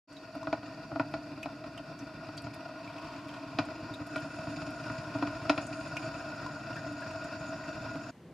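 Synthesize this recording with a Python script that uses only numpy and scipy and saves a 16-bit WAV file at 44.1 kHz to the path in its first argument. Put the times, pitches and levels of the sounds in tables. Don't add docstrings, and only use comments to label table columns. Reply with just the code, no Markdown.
import sys
import numpy as np
from scipy import signal
from scipy.fft import rfft, irfft, next_fast_len
from scipy.io import wavfile
from scipy.ndimage import uniform_filter1d, map_coordinates

SR = 44100
rng = np.random.default_rng(int(sys.argv[2]) if len(sys.argv) > 2 else 0)


def int16_out(signal):
    q = np.round(np.clip(np.atleast_2d(signal).T, -1, 1) * 32767)
    wavfile.write(sys.argv[1], SR, q.astype(np.int16))


N = 367529
START_S, CUT_S = 0.074, 8.112

# freq_hz, width_hz, gain_db
BASE_MODES = [(50, 29, -14.5), (111.8, 22, -4.5), (153, 32, -6), (223.5, 9.9, -8)]
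TANK_MODES = [(296, 32, 0), (255, 40, -12)]
WALL_MODES = [(639, 32, 3), (699, 59, -4.5), (759, 28.5, -8.5), (960, 41.6, -8.5), (1055, 48, -10),
              (1264, 58, -12), (1436.5, 41, -5), (1626, 18, -24.5)]
LID_MODES = [(1848, 33.6, 4), (1988, 20, 2.5), (2386, 200, 1), (2630, 126, 4.5), (2813, 42, 5.5),
             (3590, 30, -1.5), (3850, 200, -10.5), (4344, 190, -2), (4510, 46, -3), (4580, 14, 6.5),
             (4780, 64, 0), (4950, 220, -2), (5400, 98, -5.5), (5630, 24, -0.5)]
RISER_MODES = [(1428.6, 42, 3), (1615, 15, -11), (2612, 36, -10), (3820, 130, -27), (4670, 31, -33),
               (5026, 74, -16), (5450, 116, -17.5)]
MOUTH_MODES = [(6570, 150, -3.5), (6750, 110, 0), (6980, 154, 0)]
SPRAY_HEAD_MODES = [(8520, 200, -5.5), (9100, 270, -3.5), (10800, 160, -9)]
LEAK_MODES = [(4536, 70, 0), (5280, 70, -12), (5750, 52, -10)]
THUD_MODES = [(464, 130, -20), (960, 680, 5.5), (1910, 250, 1.5), (3420, 5000, -29)]
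FROTH_MODES = [(924, 51, -1.5), (1080, 104, -3), (2520, 750, -15), (4250, 3500, -25)]
# freq_hz, width_hz, share_removed
NOTCHES = [(391, 125, 0.54), (726, 21, 0.57), (2246, 200, 0.05), (2830, 240, 0.44), (4245, 205, 0.7),
           (6100, 350, 0)]

# freq_hz, density_db
ROOM_SPECTRUM = [(24, -48), (40, -30), (52, -22), (100, -17), (140, -10), (200, -15), (450, -22),
                 (900, -26.5), (2000, -29.5), (12000, -50), (15500, -59)]
# time_s, walls_db, base_db, tank_db
BOIL_LEVELS = [(0.25, -52, -60, -49.5), (0.38, -48.5, -53, -49.5), (1.02, -48.5, -51, -46.5),
               (1.56, -49.5, -52, -48.5), (2.45, -47.5, -49, -47), (2.66, -47, -54.5, -49),
               (3.64, -46.5, -51.5, -45.5), (5.93, -42.5, -47.5, -44), (6.66, -44, -47.5, -45.5),
               (7.31, -43, -49.5, -46.5), (7.91, -44, -47.5, -44.5), (8.0, -46.5, -49, -44.5)]
# time_s, mouth_db, spray_head_db, leak_db
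HISS_LEVELS = [(0.2, -75, -87, -61.5), (1.5, -76, -81, -69), (2.7, -79, -81, -72), (4.0, -68, -80, -80),
               (4.25, -63.5, -67, -76), (5.2, -66.5, -71.5, -80), (5.75, -60.5, -64.5, -76),
               (6.3, -64, -73, -78), (8.0, -61, -77, -83)]
# start_s, level_db, centre_hz
SPIT_EVENTS = [(0.127, -52, 7250), (.3501, -50, 11000), (1.1139, -57, 11000), (1.4287, -46, 9800),
               (1.7744, -51, 8400), (1.986, -54, 8000), (2.37, -42.5, 8160), (2.4184, -48, 9500),
               (2.54, -45.5, 10100), (3.282, -52, 9600), (3.6501, -49, 7900), (3.939, -47.5, 9000),
               (4.0667, -46.5, 10000), (4.16, -45, 8800), (4.1994, -51, 10000), (4.5594, -59, 9000),
               (4.7037, -48, 10000), (5.666, -37.5, 7760), (5.7997, -46.5, 8000), (5.9668, -43, 8050),
               (6.7564, -58, 9000), (6.9222, -50, 9100), (7.005, -52, 8500), (7.1094, -52, 7600),
               (7.241, -44, 7750), (7.9553, -54, 10000)]
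# start_s, level_db, pitch_hz
DRIP_EVENTS = [(0.165, -46, 3860), (.429, -37.5, 1020), (1.429, -32.5, 2500), (1.776, -38.5, 2800),
               (1.989, -47, 5710), (2.376, -36, 4430), (2.875, -40.5, 2380), (2.982, -42.5, 2510),
               (3.29, -48.5, 3090), (3.937, -40.5, 3690), (4.177, -42.5, 3080), (5.967, -28.5, 2445),
               (6.462, -35, 1015), (6.728, -43, 2750), (6.764, -34, 1584), (7.022, -39.5, 1650),
               (7.108, -42, 2660), (7.638, -43.5, 1950)]
# start_s, level_db, lid_vs_walls_db
POP_EVENTS = [(0.351, -35.5, -24), (0.471, -25, -11), (0.528, -20, -5), (0.631, -36.5, -5),
              (0.821, -39, -32), (0.916, -32.5, -37), (0.958, -26, -13), (0.997, -17.5, -11),
              (1.139, -25.5, -2), (1.458, -28, -7), (1.64, -36.5, -2), (2.209, -38, -13),
              (2.288, -37.5, -3), (2.468, -36, -1), (3.587, -17, 1), (3.686, -36, -6), (3.754, -46.5, 8),
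              (3.824, -40, -21), (4.001, -44, -15), (4.159, -27, 0.5), (4.385, -34, -18), (4.471, -32, -12),
              (4.618, -32, -2), (4.899, -30.5, -5), (5.152, -32, -20), (5.225, -18.5, -10),
              (5.273, -28.5, -5), (5.455, -35, -31), (5.496, -14, 1.5), (5.578, -23.5, 1),
              (6.563, -36.5, -17), (7.956, -31, -8)]
# start_s, level_db, tank_vs_base_db
GLUG_EVENTS = [(0.354, -44.5, 9.5), (0.47, -36, -1), (0.526, -37, -1), (0.914, -34, 4.5), (0.994, -34, -14),
               (1.137, -38, 5), (1.459, -42, -7), (1.786, -43, 8), (2.434, -35.5, 2.5), (2.864, -37.5, -3),
               (3.033, -35, -1), (3.246, -40, -2), (3.453, -41, -6), (3.535, -34, -5), (3.585, -31, -15),
               (3.817, -35, -29), (3.895, -33.5, -7), (4.0, -34, -8), (4.156, -35.5, 6.5),
               (4.214, -35.5, -17), (4.379, -33.5, 2), (4.465, -30, -10), (4.562, -35, 4),
               (4.612, -32, -18), (4.664, -32.5, 3), (4.748, -40, -7), (4.811, -41, 5), (4.896, -32.5, -6),
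               (4.973, -30.5, -11), (5.061, -36.5, -1), (5.145, -30, 1), (5.222, -33, -11),
               (5.265, -31, -21), (5.343, -36, -2), (5.41, -32, -18), (5.447, -37, -17), (5.495, -33, 1),
               (5.571, -32, -12), (5.639, -42, 3), (5.7, -36, 4.5), (5.8, -35, -3), (5.916, -37.5, -2),
               (6.435, -46, 12), (6.497, -43.5, 10.5), (6.854, -44.5, 13.5), (6.905, -41.5, 6.5),
               (7.233, -45, -5), (7.361, -38, -5), (7.394, -35, -12), (7.479, -39.5, 4), (7.545, -35, -6),
               (7.739, -34, -11), (7.799, -39, -3), (7.87, -43, -13), (7.949, -35, -13)]
# start_s, level_db
PUFF_EVENTS = [(0.6559, -40), (0.8405, -46), (2.2468, -43), (2.3191, -42), (2.4394, -35), (2.5331, -38),
               (2.6858, -47), (2.8424, -40), (3.0694, -38), (3.1193, -44), (3.1594, -41), (3.5204, -46),
               (3.7015, -40), (3.7529, -42), (3.8207, -45), (3.8514, -47), (3.901, -45), (4.2178, -37),
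               (4.3844, -39), (4.4694, -40), (4.4987, -39), (4.5605, -33), (4.6124, -36), (4.6633, -36),
               (4.8274, -43), (4.8993, -42), (4.9786, -33), (5.1422, -38), (5.2669, -34), (5.3494, -37),
               (5.4151, -40), (5.7254, -33), (5.8067, -37), (6.0247, -36)]
# centre_s, half_length_s, level_db
SIZZLE_SWELLS = [(3.25, 0.52, -50), (5.2, 0.56, -53.5)]

# freq_hz, side_gain_db
SIDE_SPECTRUM = [(60, -28), (110, -31), (200, -27), (380, -25), (700, -19), (1290, -12), (2380, -12.5),
                 (4400, -5), (8120, -2), (15000, -1)]
# freq_hz, left_minus_right_db
BALANCE = [(60, 0), (500, .2), (1290, 2), (2380, .5), (4400, -.5), (8120, -1.2), (15000, -.4)]


def amp(db):
    return 10 ** (np.asarray(db) / 20)


def unit_rms(x):
    return x / np.sqrt(np.mean(x ** 2) + 1e-20)


def curve_db(points, hz):
    freq_hz, db = np.transpose(points)
    return np.interp(np.log(hz + 1), np.log(freq_hz + 1), db)


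def wobble(rate_hz):
    knots = rng.standard_normal(int(N * rate_hz / SR) + 4)
    return map_coordinates(knots, [np.arange(N) * rate_hz / SR])


def crackle(rate_hz, spread_db, life_s):
    starts = (rng.random(N) < rate_hz / SR) * amp(spread_db * rng.exponential(size=N))
    return unit_rms(signal.lfilter([1], [1, -np.exp(-1 / (life_s * SR))], starts))


def filtered(x, response):
    size = next_fast_len(N + SR // 2)
    return irfft(rfft(x, size) * response(np.fft.rfftfreq(size, 1 / SR)), size)[..., :N]


def resonances(modes):
    return lambda hz: sum((-1) ** k * amp(db) * 1j * hz * width / (centre**2 - hz**2 + 1j * hz * width)
                          for k, (centre, width, db) in enumerate(modes))


def driven(drive, modes):
    return unit_rms(filtered(drive, resonances(modes)))


def struck(blows, modes, damping=0.7, min_width_hz=1):
    damped = []
    for hz, width_hz, db in modes:
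        widening = max(min_width_hz / (width_hz * damping), 1)
        damped.append((hz, width_hz * damping * widening, db - 20 * np.log10(widening)))
    response = resonances(damped)
    peak = np.abs(irfft(response(np.fft.rfftfreq(SR // 2, 1 / SR)))).max()
    return filtered(blows, response) / peak


def room_tone(level_db=-60, rise_db=10):
    noise = rng.standard_normal((2, N))
    air = amp(level_db) * unit_rms(filtered(noise, lambda hz: amp(curve_db(ROOM_SPECTRUM, hz))))
    rumble = filtered(air, lambda hz: 1 / (1 + (hz / 700) ** 4))
    after_cut = np.clip((np.arange(N) / SR - CUT_S) / 0.08, 0, 1)
    return air - rumble + rumble * amp(1.7 * wobble(15) + rise_db * after_cut)


def boiling(seep_db_per_s=1.5, blow_s=4.04, blow_db=-48.5):
    t = np.arange(N) / SR
    time_s, *levels_db = np.transpose(BOIL_LEVELS)
    walls_db, base_db, tank_db = (np.interp(t, time_s, db) for db in levels_db)
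    lid_db = walls_db.mean() - 8.5 + 0.87 * (walls_db - walls_db.mean())
    steam_db = -64.5 + seep_db_per_s * t
    steam_db += (blow_db - steam_db) * np.clip((t - blow_s) / 0.062, 0, 1)
    surge = amp(0.21 * wobble(10) + 0.19 * wobble(28))
    churn = crackle(rate_hz=350, spread_db=0.5, life_s=0.0081)

    def part(db, modes, steady):
        return amp(db) * driven(surge * (churn + steady) * rng.standard_normal((2, N)), modes)

    return (part(base_db, BASE_MODES, steady=1.1)
            + part(tank_db, TANK_MODES, steady=1.0)
            + part(walls_db, WALL_MODES, steady=0.88)
            + part(lid_db, LID_MODES, steady=1.0)
            + part(steam_db, RISER_MODES, steady=0.75))


def steam_hiss():
    out, t = np.zeros((2, N)), np.arange(N) / SR
    time_s, *levels_db = np.transpose(HISS_LEVELS)
    flicker = crackle(rate_hz=190, spread_db=2.3, life_s=0.0094) + 0.8
    for db, modes in zip(levels_db, [MOUTH_MODES, SPRAY_HEAD_MODES, LEAK_MODES]):
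        out += amp(np.interp(t, time_s, db)) * driven(flicker * rng.standard_normal((2, N)), modes)
    return out


def spits(rise_s=0.0024, t60_s=0.037):
    out, t = np.zeros(N + SR), np.arange(SR // 10) / SR
    hz = np.fft.rfftfreq(len(t), 1 / SR)
    for start_s, db, centre_hz in SPIT_EVENTS:
        band = np.exp(-(np.log((hz + 1) / centre_hz) / 0.34) ** 2)
        noise = unit_rms(irfft(rfft(rng.standard_normal(len(t))) * band, len(t)))
        envelope = amp(db - 60 * t / t60_s) * (1 - np.exp(-t / rise_s))
        out[round(start_s * SR):][:len(t)] += envelope * noise
    return out[:N]


def drips(rise_s=0.0013, t60_s=0.07):
    out, t = np.zeros(N + SR), np.arange(SR // 8) / SR
    for start_s, db, pitch_hz in DRIP_EVENTS:
        jitter_rad = 0.07 * (pitch_hz / 2500) ** 2
        drift_rad = np.cumsum(rng.normal(0, jitter_rad, len(t)))
        phase = 2 * np.pi * pitch_hz * (t + 0.15 * t * t) + drift_rad
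        neighbours = 0.35 * np.sin(rng.uniform(0.9, 1.15, (3, 1)) * phase).sum(axis=0)
        splash = 1.06 * amp(-60 * t / 0.046) * uniform_filter1d(rng.standard_normal(len(t)), size=4)
        envelope = amp(db - 60 * t / t60_s) * (1 - np.exp(-t / rise_s))
        out[round(start_s * SR):][:len(t)] += envelope * (np.sin(phase) + neighbours + splash)
    return out[:N]


def pops(ragged_s=0.0042, spray_s=0.026, knock_hz=823, knock_rise_s=0.00083, knock_delay_s=0.00058):
    blows, t = np.zeros((4, N + SR)), np.arange(SR // 12) / SR
    age_s = np.maximum(t - knock_delay_s, 0)
    first_swing = age_s / knock_rise_s * np.exp(1 - age_s / knock_rise_s)
    first_swing *= np.sin(2 * np.pi * knock_hz * age_s)
    tail = 0.063 * np.exp(-t / ragged_s) + 0.023 * np.exp(-t / spray_s)
    for start_s, db, lid_db in POP_EVENTS:
        blow = tail * rng.standard_normal(len(t))
        blow[0] = -1
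        blow[rng.integers(40, 550, size=3)] -= 0.25 * rng.random(3)
        tank, walls, lid, knock = blows[:, round(start_s * SR):][:, :len(t)]
        tank[0] -= amp(db - 6)
        walls += amp(db) * blow
        lid += amp(db + lid_db) * blow
        knock -= amp(db - 1.5) * first_swing
    tank, walls, lid, knock = blows[:, :N]
    body = knock + struck(tank, TANK_MODES, damping=0.62)
    body += amp(-1) * struck(walls, WALL_MODES, damping=1.9) + amp(-5.5) * struck(walls, THUD_MODES)
    top = struck(lid, LID_MODES, damping=2.1, min_width_hz=197)
    top += amp(-13.5) * struck(lid, MOUTH_MODES + SPRAY_HEAD_MODES, damping=0.98)
    return filtered(body + top, lambda hz: 1 / (1 + 1j * hz / 6500) ** 3)


def glugs(delay_s=0.007, walls_vs_tank_db=9, lowpass_hz=400):
    base, tank, walls = np.zeros((3, N))
    start_s, db, tank_db = np.transpose(GLUG_EVENTS)
    onsets = np.round((start_s + delay_s) * SR).astype(int)
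    base[onsets] = -amp(db)
    tank[onsets] = -amp(db + tank_db)
    walls[onsets] = -amp(db + tank_db + walls_vs_tank_db)
    body = struck(base, BASE_MODES) + struck(tank, TANK_MODES, damping=0.38)
    body += struck(walls, WALL_MODES, damping=0.86)
    return filtered(body, lambda hz: 1 / (1 + 1j * hz / lowpass_hz) ** 2)


def puffs(rise_s=0.0029, t60_s=0.093, trim_db=-8):
    envelope, t = np.zeros(N + SR), np.arange(SR // 8) / SR
    for start_s, db in PUFF_EVENTS:
        burst = amp(db + trim_db - 60 * t / t60_s) * (1 - np.exp(-t / rise_s))
        envelope[round(start_s * SR):][:len(t)] += burst
    steam = sum(amp(db) * driven(rng.standard_normal((2, N)), modes)
                for db, modes in [(0, LID_MODES), (-12.5, MOUTH_MODES), (-7, FROTH_MODES)])
    return envelope[:N] * steam


def sizzle():
    t = np.arange(N) / SR
    swell = sum(amp(db) * np.exp(-((t - centre_s) / half_s) ** 2)
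                for centre_s, half_s, db in SIZZLE_SWELLS)
    bubbles = crackle(rate_hz=250, spread_db=1.0, life_s=0.005) + 0.63
    return swell * driven(bubbles * rng.standard_normal((2, N)), FROTH_MODES)


def echoes(x, t60_s):
    out, t, block = np.zeros(N + SR), np.arange(SR // 5) / SR, SR // 8
    for i in range(0, N, block):
        tail = rng.standard_normal(len(t)) * amp(-60 * t / t60_s)
        wet = signal.fftconvolve(x[i:i + block], tail / np.linalg.norm(tail))
        out[i:i + len(wet)] += wet
    return out[:N]


def housing_response(hz):
    notches = [1 - share * 1j * hz * width / (centre**2 - hz**2 + 1j * hz * width)
               for centre, width, share in NOTCHES]
    return np.prod(notches, axis=0) / (1 + 1j * hz / 9000) ** 2


def scene():
    t = np.arange(N) / SR
    hits = pops() + glugs() + spits() + drips()
    machine = boiling()
    machine[0] += hits + amp(-12) * echoes(hits, t60_s=0.14)
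    machine[1] += echoes(hits, t60_s=0.05)
    machine = filtered(machine + sizzle() + steam_hiss() + puffs(), housing_response)
    before_cut = np.clip((CUT_S - t) / 0.008, 0, 1)
    mid, side = machine * before_cut + room_tone()
    side = filtered(side, lambda hz: amp(curve_db(SIDE_SPECTRUM, hz)))
    stereo = np.array([mid + side, mid - side])
    stereo = filtered(stereo, lambda hz: amp(curve_db(BALANCE, hz) * [[0.5], [-0.5]]))
    return stereo * np.clip((t - START_S) / 0.042, 0, 1)


def record(dry):
    highpass_hz, top_hz = 45, 15600
    return filtered(dry, lambda hz: (1j * hz / (highpass_hz + 1j * hz)) ** 2 * (hz < top_hz))


dry = scene()
out = record(dry)
int16_out(out)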